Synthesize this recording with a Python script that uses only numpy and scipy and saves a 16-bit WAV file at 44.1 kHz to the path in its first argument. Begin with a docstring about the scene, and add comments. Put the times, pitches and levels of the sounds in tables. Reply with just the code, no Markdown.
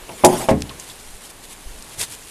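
"""A trap drops at night

Outdoors, close to the microphone: a wooden weight lands with a heavy knock and a steel snap that
overloads the input. It scrapes over dry litter, then comes down on its base with a duller, deeper thud.
Around it twigs tick, leaves rustle and crunch once underfoot, and air bumps the microphone over a hiss."""
import sys
import numpy as np
from scipy import signal
from scipy.fft import rfft, irfft, next_fast_len
from scipy.io import wavfile
from scipy.ndimage import uniform_filter1d, map_coordinates

SR = 44100
rng = np.random.default_rng(int(sys.argv[2]) if len(sys.argv) > 2 else 0)


def unload_wav(signal):
    """Save mono or channel-first audio to the path in sys.argv[1] as 16-bit WAV at rate SR, clipped to [-1, 1]."""
    wavfile.write(
        sys.argv[1],
        SR,
        np.round(np.clip(np.atleast_2d(signal).T, -1, 1) * 32767).astype(np.int16),
    )


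N = 101429
T = np.arange(N) / SR
RING = T[:SR * 3 // 4]  # time since a blow, s


def amp(db):
    return 10 ** (np.asarray(db) / 20)


def unit_rms(x):
    return x / np.sqrt(np.mean(x ** 2) + 1e-20)


def along(points, hz):
    """Interpolate (Hz, value) points on a log frequency axis."""
    knots_hz, values = np.transpose(points)
    return np.interp(np.log(hz + 1), np.log(knots_hz + 1), values)


def filtered(x, response):
    """x through a gain that depends on frequency."""
    size = next_fast_len(len(x) + 8192)
    return irfft(rfft(x, size) * response(np.fft.rfftfreq(size, 1 / SR)), size)[:len(x)]


def coloured(x, spectrum):
    """x shaped by a spectrum, at rms 1."""
    return unit_rms(filtered(x, lambda hz: amp(along(spectrum, hz))))


def noise(spectrum, samples=N):
    return coloured(rng.standard_normal(samples), spectrum)


def wobble(knots_per_s):
    """A smooth random curve."""
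    knots = rng.standard_normal(int(N * knots_per_s / SR) + 4)
    return map_coordinates(knots, [T * knots_per_s / SR])


def add(track, start_s, sound):
    part = track[round(start_s * SR):][:len(sound)]
    part += sound[:len(part)]


def swells(rows):
    """Envelope of bell-shaped swells, summed in power."""
    return np.sqrt(sum(amp(db) ** 2 * np.exp(-((T - peak_s) / np.where(T < peak_s, rise, fall)) ** 2)
                       for peak_s, db, rise, fall in rows))


def friction(spectrum, grains_per_s, patchy_db, spread_db=3.5):
    """Tiny crackles on an equally loud rubbing hiss, patchy in time and frequency, at rms 1."""
    grains = (rng.random(N) < grains_per_s / SR) * rng.choice([-1, 1], N)
    grains = grains * amp(spread_db * np.minimum(rng.exponential(size=N), 3))
    rubbing = coloured(unit_rms(grains) + rng.standard_normal(N), spectrum)
    bands = signal.stft(rubbing, nperseg=512)[2]
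    patches = uniform_filter1d(rng.standard_normal(bands.shape), size=6, axis=0)
    patches = unit_rms(uniform_filter1d(patches, size=5, axis=1))
    return unit_rms(signal.istft(bands * amp(patchy_db * patches))[1][:N])


# Night hiss behind everything: freq_hz, density_db
HISS_SPECTRUM = [(12, -26), (20, -2), (45, -13.5), (139, -16.5), (401, -17), (541, -19.5), (1100, -20),
                 (1190, -23.5), (3650, -27), (5490, -33), (8970, -30), (13500, -36)]
# Its slow drift: time_s, level_db
HISS_LEVELS = [(0, -40.5), (.2, -42), (.75, -40), (1.0, -44), (1.37, -44.5), (1.7, -43), (1.95, -42.5),
               (2.3, -45.5)]
# Air right on the microphone: peak_s, level_db, rise_s, fall_s
BUMPS = [(.01, -34, .03, 0.017), (.375, -33.5, 0.03, 0.034), (1.115, -39.5, 0.03, 0.06),
         (1.68, -32, 0.016, 0.034), (1.78, -38.5, 0.054, 0.049)]
# Its rumble: freq_hz, density_db
BUMP_SPECTRUM = [(10, 5), (30, -0.5), (48, 0), (75, -21), (150, -29.5), (400, -68)]

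def night_air(waver_db=0.78):
    """Faint outdoor hiss, and low bumps of air on the moving microphone."""
    hiss = noise(HISS_SPECTRUM) * amp(np.interp(T, *np.transpose(HISS_LEVELS)) + waver_db * wobble(15))
    return hiss + noise(BUMP_SPECTRUM) * swells(BUMPS)


# Footfalls under the crunch: peak_s, level_db, rise_s, fall_s
STEPS = [(2.0, -39, 0.021, .025), (2.12, -47.5, 0.026, 0.025)]
# Their low thump: freq_hz, density_db
STEP_SPECTRUM = [(30, -25), (80, -8), (115, 4), (170, -10.5), (300, -21), (800, -43)]

def footsteps():
    """A foot presses into the soft ground."""
    return noise(STEP_SPECTRUM) * swells(STEPS)


# Leaves stirred around the trap: peak_s, level_db, rise_s, fall_s
RUSTLES = [(.508, -33.5, 0.019, 0.0064), (.81, -43.5, 0.017, 0.031), (.905, -43, 0.023, 0.015),
           (1.15, -48.5, 0.16, 0.022), (1.255, -42, 0.033, 0.022), (1.305, -41, .008, 0.0076),
           (1.443, -40.5, .01, 0.014), (1.522, -38.5, 0.018, 0.013), (1.785, -47, 0.0069, 0.0067),
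           (1.93, -42, 0.032, 0.025), (2.012, -24.5, 0.017, 0.024), (2.138, -36, 0.036, 0.014)]
# The steady rustle beneath: time_s, level_db
STIR_LEVELS = [(0, -59.5), (.5, -52.5), (.9, -45.5), (1.37, -50.5), (1.7, -46.5), (2.1, -47.5),
               (2.3, -42.5)]
# Dry leaf on leaf: freq_hz, density_db
LEAF_SPECTRUM = [(100, -12), (400, -7), (900, -6), (1300, -7), (1800, -2), (3500, -1), (5500, -2.5),
                 (8000, 0.5), (10300, 1), (12000, -5.5), (14000, -12.5)]

def leaves(flutter_db=2):
    """Dry leaves rub together, never quite still, with one louder crunch."""
    stir = amp(np.interp(T, *np.transpose(STIR_LEVELS)))
    rustle = friction(LEAF_SPECTRUM, grains_per_s=1500, patchy_db=1.3)
    return rustle * np.hypot(swells(RUSTLES), stir) * amp(flutter_db * wobble(220))


# Twigs and grit on the ground: start_s, level_db, centre_hz, t60_s, sharpness
TICKS = [(.093, -33.5, 2180, 0.039, 1.5), (0.6071, -27, 6000, 0.0055, .6), (0.6209, -16, 3600, 0.011, 0.64),
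         (0.694, -26.5, 3160, 0.029, 2.1), (.709, -34.5, 1100, 0.043, 5.4), (.798, -28.5, 7040, 0.041, 2.1),
         (0.898, -36, 3780, 0.12, 2), (1.167, -34.5, 10000, 0.01, 1.2), (1.512, -39, 8000, .005, 0.74),
         (1.824, -31, 8500, 0.019, .7), (1.9954, -23.5, 7460, 0.042, 0.83), (2.013, -18, 7000, 0.038, .6),
         (2.035, -21, 3000, 0.015, 0.67)]

def twigs(rolloff_hz=11500):
    """Small dry ticks, each a noise burst through one broad resonance."""
    out, t = np.zeros(N), RING[:SR // 10]
    for start_s, db, centre_hz, t60, sharpness in TICKS:
        def resonance(hz):
            detuning = sharpness * (hz / centre_hz - centre_hz / (hz + 1))
            return 1 / (1 + detuning ** 2) / np.hypot(1, (hz / rolloff_hz) ** 8)
        burst = unit_rms(filtered(rng.standard_normal(len(t)), resonance))
        add(out, start_s, amp(db - 60 * t / t60) * burst)
    return out


# The weight sliding, close by: peak_s, level_db, rise_s, fall_s
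SLIDES = [(.21, -39, 0.14, 0.047), (.33, -29.5, 0.068, 0.027), (.41, -26.5, 0.078, 0.035)]
# Wood on dry litter: freq_hz, density_db
SCRAPE_SPECTRUM = [(100, -8), (400, 7), (1000, 4), (1600, 0), (2500, 1.5), (4000, -4.5), (6000, -2.5),
                   (8000, -1), (10200, 2), (11500, -8), (14000, -6)]

def slide(flutter_db=1):
    """Between the two thuds the weight scrapes over the litter."""
    scrape = friction(SCRAPE_SPECTRUM, grains_per_s=7200, patchy_db=3.5)
    return scrape * swells(SLIDES) * amp(flutter_db * wobble(120))


# Decay of the wash, the wood's dense, short-lived modes: freq_hz, t60_s
WASH_DECAY = [(100, 0.59), (400, 0.39), (1000, 0.23), (3000, 0.097), (10000, 0.11)]

def knock(modes, wash_spectrum, contact, wash_db, attack_s=0.0006):
    """One blow on wood: clear modes plus a dense wash, both shaped by the contact's spectrum."""
    ring = sum(contact(hz) * amp(db - 60 * RING / t60) * np.sin(2 * np.pi * hz * RING)
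               for hz, db, t60 in modes)
    wash = filtered(noise(wash_spectrum, len(RING)), lambda hz: np.sqrt(contact(hz)))
    band_hz, t, bands = signal.stft(wash, SR, nperseg=256)
    decay = amp(-60 * t / along(WASH_DECAY, band_hz)[:, None])
    wash = signal.istft(bands * decay, SR)[1][:len(RING)]
    return (amp(wash_db) * wash - ring) * (1 - np.exp(-RING / attack_s))


def struck_wood(modes, wash_spectrum, blows, deep_hz=396):
    """Edge hits are bright, flat ones dull; modes below deep_hz need the full weight behind a blow."""
    out = np.zeros(N)
    for start_s, db, bright_hz, deep_db, wash_db in blows:
        def contact(hz):
            return amp(deep_db / (1 + (hz / deep_hz) ** 4)) / np.hypot(1, (hz / bright_hz) ** 2)
        add(out, start_s, amp(db) * knock(modes, wash_spectrum, contact, wash_db))
    return out


# Modes of the wooden base: pitch_hz, level_db, t60_s
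BASE_MODES = [(71, -15, .65), (127, -17, .49), (155, -16, .46), (191, -10, .32), (221, -4, .23),
              (254, -7, .29), (297, -7, .38), (390, -6, .15), (427, -7, .21), (543, -2, .15), (641, 2, .08),
              (713, -8, .1), (832, -5, .08), (878, -8, .09), (1073, -12, .12)]
# Its wash: freq_hz, density_db
BASE_WASH = [(30, -22.5), (120, 1), (300, -5.5), (700, -7.5), (1050, -9.5), (1350, -12.5), (2200, -5),
             (4000, -13.5), (9000, -10.5), (14000, -47)]
# Blows on the base: start_s, level_db, bright_hz, deep_db, wash_db
BASE_BLOWS = [(.4868, -5.5, 1840, -14, -9), (.4943, -16, 1350, -6, -7), (.5131, -10, 550, 1, -5),
              (.698, -38, 2400, -8, 1)]

def base():
    """The base gives a deep thud as the weight comes down on it."""
    return struck_wood(BASE_MODES, BASE_WASH, BASE_BLOWS)


# Steel contacts close to the microphone, the slam first: start_s, level_db, hold_s
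SNAPS = [(0.2472, -5, 0.0025), (0.256, -11, 0.0014), (0.261, -19.5, 0.0016), (0.2644, -15.5, 0.0017)]
# Their crack: freq_hz, density_db
CRACK_SPECTRUM = [(500, -19), (1500, 7), (3500, -1), (5300, 7), (8000, 6.5), (10500, 6), (12000, -3),
                  (14000, -5)]
# Modes of the catch: pitch_hz, level_db, t60_s
STEEL_MODES = [(2000, -12.5, .08), (2380, -12, 0.065), (3670, 13, 0.047), (5070, 3, 0.083),
               (7000, 7, 0.081), (7380, 6, 0.15), (9000, -12, .12), (9400, 11, 0.12), (10620, 10.5, 0.16),
               (11800, -9, .06)]

def steel_catch(crack_t60_s=0.017, ring_db=-27, chatter_db=-18, chatter_t60_s=0.1, jitter_rad=1.3):
    """The steel catch slams shut, chatters and rings briefly with unsteady phase."""
    out, t = np.zeros(N), RING
    for start_s, db, hold_s in SNAPS:
        envelope = amp(db - 60 * np.maximum(t - hold_s, 0) / crack_t60_s)
        add(out, start_s, envelope * noise(CRACK_SPECTRUM, len(t)))
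    ring = sum(amp(db - 60 * t / t60) * np.sin(2 * np.pi * hz * t + jitter_rad * wobble(300)[:len(t)])
               for hz, db, t60 in STEEL_MODES)
    chatter = amp(chatter_db - 60 * t / chatter_t60_s) * noise(CRACK_SPECTRUM, len(t))
    add(out, SNAPS[0][0], amp(ring_db) * ring + chatter)
    return out


# Modes of the wooden weight: pitch_hz, level_db, t60_s
WEIGHT_MODES = [(154, -13, .26), (220, -14, .38), (239, -14, .5), (279, -12, .35), (362, 1.5, .15),
                (411, -10, .25), (522, -1, .1), (574, -1, .13), (601, -3, .13), (664, 1, .17),
                (789, -8, .19), (846, 4, .11), (964, -10, .16), (1038, -20, .31)]
# Its wash: freq_hz, density_db
WEIGHT_WASH = [(30, -37), (120, -1.5), (300, 1), (600, -1.5), (950, 3.5), (1300, -41), (1900, -9),
               (3500, -30), (7000, -39), (14000, -52)]
# The drop, close to the microphone: start_s, level_db, bright_hz, deep_db, wash_db
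WEIGHT_BLOWS = [(.092, -38, 1800, 2, 2), (.2375, -13, 900, -1, 0), (.2425, -2.5, 1090, -6, -13),
                (.2538, -14, 320, 8, -9), (.2868, -14, 570, -1, -14), (.3281, -21.5, 2300, 3, -4),
                (.4265, -28, 2040, -7, -4)]

def weight(low_cut_hz=90):
    """The falling weight lands with a hard wooden knock, with the bass below 90 Hz filtered off."""
    low_cut = signal.butter(2, low_cut_hz, "highpass", fs=SR, output="sos")
    return signal.sosfilt(low_cut, struck_wood(WEIGHT_MODES, WEIGHT_WASH, WEIGHT_BLOWS))


def scene():
    """One microphone outdoors: the trap up close, the litter round it, night air behind."""
    trap = weight() + steel_catch() + slide() + base()
    return (trap + twigs() + leaves() + footsteps() + night_air())[None]


def record(dry):
    """The microphone input overloads on the loudest blow; nothing above 14 kHz is kept."""
    clipped = dry[0] / (1 + np.abs(dry[0]) ** 8) ** (1 / 8)
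    return filtered(clipped, lambda hz: hz < 14000)[None]


dry = scene()
out = record(dry)
unload_wav(out)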